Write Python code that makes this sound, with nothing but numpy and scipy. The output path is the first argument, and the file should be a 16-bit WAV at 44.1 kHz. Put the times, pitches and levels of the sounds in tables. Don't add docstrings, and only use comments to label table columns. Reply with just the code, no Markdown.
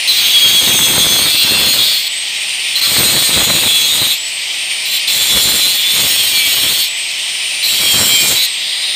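import sys
import numpy as np
from scipy import signal
from scipy.fft import rfft, irfft, next_fast_len
from scipy.io import wavfile
from scipy.ndimage import uniform_filter1d, map_coordinates

SR = 44100
rng = np.random.default_rng(int(sys.argv[2]) if len(sys.argv) > 2 else 0)


def voltage_ratio(level):
    return 10 ** (np.asarray(level, float) / 20)


def pcm_store(signal):
    levels = np.round(np.clip(np.atleast_2d(signal), -1, 1) * 32767)
    wavfile.write(sys.argv[1], SR, levels.astype(np.int16).T)


N = 394694
TIME = np.arange(N) / SR


def unit(x):
    return x / np.sqrt(np.mean(x ** 2) + 1e-20)


def steady(x):
    return x / np.sqrt(np.abs(uniform_filter1d(x ** 2, size=6000)) + 1e-12)


def along(points, hz):
    f, v = np.transpose(points)
    return np.interp(np.log(hz + 1), np.log(f + 1), v)


def over_time(tables):
    s, value = np.transpose(np.concatenate(tables))
    return np.interp(TIME, s, value)


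def gate(on, off, edge):
    return np.clip(np.minimum(TIME - on, off - TIME) / edge + .5, 0, 1)


def wobble(rate):
    knots = rng.standard_normal(int(N * rate / SR) + 4)
    return map_coordinates(knots, [np.arange(N) * rate / SR])


def filtered(x, response):
    m = next_fast_len(N + SR // 4)
    return irfft(rfft(x, m) * response(np.fft.rfftfreq(m, 1 / SR)), m)[..., :N]


def coloured(x, spectrum):
    return unit(filtered(x, lambda hz: voltage_ratio(along(spectrum, hz))))


def resonances(modes):
    def response(f):
        total = 0
        for k, (centre, width, db) in enumerate(modes):
            loss = 1j * f * width
            total = total + (-1) ** k * voltage_ratio(db) * loss / (centre * centre - f * f + loss)
        return total
    return response


def patchy(x, depth_db):
    z = signal.stft(x, nperseg=512)[2]
    field = uniform_filter1d(rng.standard_normal(z.shape), size=5, axis=0)
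    field = uniform_filter1d(field, size=18, axis=1)
    return signal.istft(z * voltage_ratio(depth_db * unit(field)), nperseg=512)[1][:N]


# start in seconds, end in seconds.
CONTACT = [
    (.075, 2.08),
    (2.755, 4.185),
    (4.855, 5.0),
    (5.075, 6.885),
    (7.628, 8.47),
]


def touching(edge, early=0):
    return sum(gate(on, off - early, edge) for on, off in CONTACT)


# time in seconds, turns per second the load would take off.
DRAG = [
    [(.075, 0), (.3, 19.2), (.65, 59.5), (1.05, 67.7), (1.45, 66.4), (1.7, 46.5), (1.85, 8.7), (2.08, 0)],
    [(2.755, 0), (3, 26.5), (3.25, 52.3), (3.6, 50.3), (3.95, 54), (4.16, 0)],
    [(4.855, 0), (5.075, 7.7), (5.4, 33), (5.75, 13.8), (6.05, 27.8), (6.35, 67), (6.65, 42.5), (6.87, 0)],
    [(7.628, 0), (7.9, 33.5), (8.15, 58.3), (8.3, 40.5), (8.46, 0)],
]


def drag():
    return over_time(DRAG)


FREE_TURNS, LAG_S = 202.4, .51


def speed():
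    keep = np.exp(-1 / (LAG_S * SR))
    return FREE_TURNS - signal.lfilter([1 - keep], [1, -keep], drag())


def turns():
    return np.cumsum(speed()) / SR


def rim(angle, wear_turns):
    cells = 192
    profile = irfft(np.exp(2j * np.pi * rng.random((400, cells // 2 + 1))), cells)
    wrapped = np.concatenate([profile, profile[:, :8]], axis=1)
    worn = np.minimum(angle / wear_turns, 398)
    return unit(map_coordinates(wrapped, [worn, 4 + angle % 1 * cells]))


# frequency in Hz, level in dB per Hz.
FAN = [(880, -44), (1500, -53), (1650, -19.5), (1920, -3.5), (2370, -1.5), (3090, -0.5), (3870, 0),
       (4480, -5), (6560, -12.5), (7820, -10), (8620, -10.5), (9060, -9), (10100, -23), (12900, -21),
       (15500, -23)]
# frequency in Hz, width in Hz, level in dB over the rush.
HOUSING = [(2400, 300, -3), (3080, 330, -1), (4450, 300, -5), (5400, 500, -3), (8300, 300, -4)]
# frequency in Hz, width in Hz, level in dB over the rush.
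LIFTED = [(3770, 820, 2), (4970, 260, 4.5)]


def fan_rush(angle):
    gusts = rng.standard_normal(N) * voltage_ratio(0.64 * wobble(40))
    air = coloured(gusts + 0.17 * rim(angle, wear_turns=6), FAN)
    aside = gate(8.42, 10, edge=0.8)
    boost = lambda modes: filtered(air, lambda hz: np.abs(resonances(modes)(hz)))
    rush = air + (1 - aside) * boost(HOUSING) + aside * boost(LIFTED)
    return unit(patchy(rush, depth_db=1.2))


# frequency in Hz, level in dB per Hz.
CASING = [(24, -65), (40, -35), (130, -13.5), (223, -15), (422, -12), (488, -15), (609, -7), (838, -7),
          (1230, -11), (1800, -10), (2340, -5.5), (3960, -120)]


def casing_hum():
    return voltage_ratio(-19.5) * coloured(rng.standard_normal(N), CASING)


MESH = 46.3
WHINE_DB, WHINE_LOADED, WHINE_TOUCH_DB = -27, 0.27, -4
NOTCH_HZ, NOTCH_WIDTH_HZ, NOTCH_DB = 8440, 120, -7.5


def gear_whine(angle):
    whine_db = WHINE_DB - WHINE_LOADED * drag() + WHINE_TOUCH_DB * touching(edge=0.025) + 1.6 * wobble(35)
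    whine_db += NOTCH_DB * np.exp(-((MESH * speed() - NOTCH_HZ) / NOTCH_WIDTH_HZ) ** 2)
    return np.sqrt(2) * voltage_ratio(whine_db) * np.sin(2 * np.pi * MESH * angle + 0.74 * wobble(30))


FAN_DB, FAN_LAW = -24, 39.7


def motor(angle):
    level_db = FAN_DB + FAN_LAW * np.log10(speed() / FREE_TURNS)
    return voltage_ratio(level_db + 7.5) * (fan_rush(angle) + casing_hum()) + gear_whine(angle)


# time in seconds, bite in dB.
BITE = [
    [(.07, -24), (.43, -19), (.77, -15), (1.2, -16.5), (1.36, -20.5), (1.72, -18.5), (1.93, -23),
     (2.05, -33), (2.08, -23.5)],
    [(2.755, -27), (2.95, -16), (3.37, -16.5), (3.7, -17.5), (3.79, -18.5), (4.01, -18.5), (4.137, -22),
     (4.185, -40)],
    [(4.855, -34), (4.967, -22), (5.0, -41)],
    [(5.075, -25), (5.125, -19), (5.39, -17), (5.69, -18.5), (5.84, -25.5), (5.98, -16), (6.25, -19.5),
     (6.8, -19.5), (6.885, -30.5)],
    [(7.628, -29), (7.66, -22.5), (8.0, -16), (8.186, -18), (8.3, -14.5), (8.4, -23.5), (8.454, -18),
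     (8.47, -33)],
]
FIRM_DB, LIGHT_DB = -18.5, -22.5


def bite():
    bite_db = over_time(BITE)
    return bite_db - FIRM_DB, np.maximum(LIGHT_DB - bite_db, 0)


# frequency in Hz, level in dB per Hz.
RUB = [(880, -29), (1500, -21.5), (2090, -17), (2310, -8), (2920, -17), (3380, -3), (4200, 1), (4810, -8.5),
       (5910, -15.5), (6460, -8.5), (7340, -11), (8750, -0.5), (10000, -21), (13000, -10.5), (15600, -10)]


def scratching(angle):
    chatter = voltage_ratio(0.64 * wobble(12) + 0.7 * wobble(60))
    profile = unit(patchy(rim(angle, wear_turns=9), depth_db=3.5))
    force = chatter * (profile + .65 * rng.standard_normal(N))
    coarse = filtered(profile, lambda hz: 1.3 / (1 + (hz / 9000) ** 2))
    rub = coloured(chatter * (coarse + .8 * rng.standard_normal(N)), RUB)
    return force, rub


STAGES = [0, .75, 1.25, 2.4, 3.3, 4.5, 5.9, 7.2, 8.4, 9]
# frequency in Hz, width in Hz, level in dB.
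TUBE = [
    [(3320, 45, 8), (3980, 140, -6), (6410, 110, -5), (8300, 32, -11)],
    [(3330, 130, 6.5), (4180, 89, 8), (6380, 95, 4.5), (7950, 66, -6)],
    [(2760, 37, -6), (3394, 150, 13), (4380, 56, -1), (6700, 24, 8), (7950, 56, -1)],
    [(3330, 70, 3), (4150, 60, 7.5), (4464, 12, 5), (6820, 86, -1), (8600, 110, -3)],
    [(2620, 110, 0.5), (3360, 130, 9), (4050, 27, 8), (6860, 99, 2), (8700, 84, -4)],
    [(3420, 150, 6), (4090, 17, 4.5), (5460, 41, -0.5), (7280, 120, 4.5), (9180, 37, -5)],
    [(3060, 460, 12), (4090, 130, 19), (5360, 80, 3), (6700, 180, 11.5), (9000, 330, 6.5)],
    [(3220, 41, 6), (5550, 67, 0.5), (7020, 22, -4), (7620, 110, -0.5), (8010, 28, -5)],
    [(3930, 320, -6), (4240, 160, 2)],
]


def tube(force, rub):
    sound = np.zeros(N)
    for modes, on, off in zip(TUBE, STAGES, STAGES[1:]):
        crowd = rng.standard_normal(160)
        ripple = lambda hz: voltage_ratio(2.8 * np.interp(hz / 140, np.arange(160), crowd))
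        ring = voltage_ratio(-2.5) * unit(filtered(force, resonances(modes)))
        sound += gate(on, off, edge=0.063) * (ring + unit(filtered(rub, ripple)))
    return sound


# frequency in Hz, width in Hz, level in dB.
WALL = [(3940, 130, 4), (4060, 300, 3)]


def first_touch(force):
    since = TIME - np.transpose(CONTACT)[0][:, None]
    fresh = np.where(since > 0, np.exp(-np.abs(since) / 0.095), 0).sum(axis=0)
    return voltage_ratio(4.5) * fresh * unit(filtered(force, resonances(WALL)))


RING_DB = [
    -11.5,
    -13,
    -15.5,
    -14,
    -14.5,
]
DAMPING, FADING = 0.25, 0.85
HISS_DB, HISS_GROWS, HISS_FADING = -20.5, 0.32, .5


def pressure_levels():
    over_db, short_db = bite()
    free_db = sum(db * gate(on - .02, off + .02, edge=.002) for db, (on, off) in zip(RING_DB, CONTACT))
    ring_db = free_db - DAMPING * (over_db + short_db) - FADING * short_db
    hiss_db = HISS_DB + HISS_GROWS * over_db - HISS_FADING * short_db
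    return ring_db, FIRM_DB + over_db, hiss_db


# start in seconds, end in seconds.
BOUNCE = (2.803, 2.813)


def cut(angle):
    force, rub = scratching(angle)
    sound = tube(force, rub) + first_touch(force)
    low = filtered(sound, lambda hz: 1 / (1 + (hz / 5700) ** 24))
    hiss = filtered(sound, lambda hz: 1 - 1 / (1 + (hz / 10000) ** 24))
    upper = sound - low - hiss
    spit = voltage_ratio(0.91 * wobble(45))
    hiss = spit * patchy(hiss, depth_db=2.5)
    low_db, upper_db, hiss_db = pressure_levels()
    mixed = voltage_ratio(low_db - 1.0) * steady(low) + voltage_ratio(upper_db - 1.0) * steady(upper)
    mixed += voltage_ratio(hiss_db + 3.1) * steady(hiss)
    return (touching(edge=.002) - 0.91 * gate(*BOUNCE, edge=.004)) * mixed


# frequency in Hz, level in dB per Hz.
PATTER = [(15, -48), (25, -16), (76, -3.5), (171, -8), (366, 0), (400, -5), (512, 0), (1130, -1.5),
          (1700, -2), (2210, 1.5), (3740, -120)]


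def patter(clumps):
    sizes_db = np.minimum(3.5 * rng.exponential(size=N), 12)
    grains = (rng.random(N) < 900 / SR) * rng.standard_normal(N) * voltage_ratio(sizes_db)
    dust = 0.15 * rng.standard_normal(N)
    return coloured((grains + dust) * voltage_ratio(1.36 * clumps), PATTER)


# frequency in Hz, level in dB per Hz.
THUDS = [(20, -40), (60, -4.5), (170, 0), (330, -4.5), (600, -9.5), (1200, -57)]


def puffs(clumps):
    pushes = rng.standard_normal(N) * (.06 + (rng.random(N) < 350 / SR))
    return coloured(pushes * voltage_ratio(3.5 * clumps), THUDS)


# middle in seconds, length in seconds, level in dB.
SHOWERS = [(0.507, .1, -29), (.75, 0.17, -22.5), (0.973, 0.16, -20.5), (1.174, 0.24, -24),
           (1.577, 0.19, -22.5), (1.78, 0.024, -26.5), (2.998, 0.047, -19), (3.128, 0.15, -22),
           (3.39, 0.057, -17.5), (3.532, 0.049, -19), (3.646, 0.023, -23), (4.015, 0.054, -25.5),
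           (5.362, 0.018, -21.5), (5.502, 0.074, -25.5), (6.017, 0.035, -24.5), (6.563, 0.05, -31.5),
           (6.667, 0.025, -27.5), (7.845, .03, -29), (8.002, 0.046, -19), (8.12, .05, -27.5),
           (8.284, 0.016, -22)]
SWEEP_DB_PER_S = 160
STRAY_DB, STRAY_GROWS = -35.5, 1.8


def grit():
    grit_db = STRAY_DB + STRAY_GROWS * bite()[0]
    for s, length, db in SHOWERS:
        outside = np.maximum(np.abs(TIME - s) - length / 2, 0)
        grit_db = np.maximum(grit_db, db - SWEEP_DB_PER_S * outside)
    patter_db = -29.5 + 0.65 * (grit_db + 30)
    clumps = wobble(45)
    hits = voltage_ratio(patter_db) * steady(patter(clumps)) + voltage_ratio(grit_db - 4.5) * steady(puffs(clumps))
    return touching(edge=0.03, early=.05) * hits


# start in seconds, end in seconds, frequency in Hz, level in dB.
SQUEALS = [(.15, 0.336, 3950, -17), (0.223, .58, 3310, -9.5), (.46, .7, 3330, -22), (.55, 1.2, 6400, -33),
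           (.76, .87, 7950, -23), (0.833, 1.363, 3325, -18.5), (1.246, 1.75, 2685, -19.5),
           (1.34, 1.485, 4000, -17), (1.566, 1.69, 4340, -22), (1.77, 1.867, 3340, -15),
           (2.88, 3.12, 12000, -24), (2.877, 3.11, 8570, -21), (3.21, 3.534, 4060, -19),
           (3.28, 3.383, 8140, -22), (3.64, 3.92, 3370, -14.5), (5.15, 5.8, 10500, -27),
           (5.28, 5.45, 3380, -21), (5.4, 5.8, 9200, -28), (5.52, 5.64, 7360, -27), (5.18, 5.85, 4060, -20),
           (5.698, 5.964, 3525, -17), (6.163, 6.312, 3140, -19), (6.263, 6.6, 2360, -21),
           (6.33, 6.61, 3320, -19), (7.837, 7.99, 3240, -14), (8.02, 8.258, 3170, -14.5),
           (7.68, 8.37, 9230, -23.5), (7.88, 8.37, 7430, -18), (8.082, 8.31, 2370, -16.5),
           (8.323, 8.45, 4000, -17)]
LOCK_HZ = 110


def squeals(angle):
    out, rate = np.zeros(N), speed()
    flutter, drift = voltage_ratio(1.3 * wobble(30)), .5 * wobble(41.2)
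    for on, off, hz, db in SQUEALS:
        span = slice(round(on * SR), round(off * SR))
        swell = np.hanning(span.stop - span.start) ** .35
        lowest, highest = hz // rate[span].max() - 1, hz // rate[span].min() + 3
        harmonic = np.arange(lowest, highest)[:, None]
        near = np.exp(-((harmonic * rate[span] - hz) / LOCK_HZ) ** 2)
        phase = 2 * np.pi * harmonic * angle[span] + np.roll(drift, span.start)[span]
        out[span] += voltage_ratio(db + 3.0) * swell * np.sum(near * np.sin(phase), axis=0)
    return out * flutter


# frequency in Hz, side level in dB.
WIDTH = [(1200, -61), (1800, -11.5), (2400, -22), (3500, -27), (5000, -29), (8000, -34.5), (9000, -14.5),
         (10500, -56)]


def scene():
    angle = turns()
    mid = motor(angle) + cut(angle) + squeals(angle) + grit()
    side = filtered(.5 * mid + np.roll(mid, 700), lambda hz: voltage_ratio(along(WIDTH, hz)))
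    return np.array([mid + side, mid - side])


def low_pass(x):
    return signal.sosfilt(signal.butter(12, 15490, fs=SR, output="sos"), x)


def record(dry):
    soft = dry / (1 + np.abs(dry / .86) ** 5) ** (1 / 5)
    mix = filtered(soft, lambda hz: hz < 15490)
    return low_pass(mix)


dry = scene()
out = record(dry)
pcm_store(out)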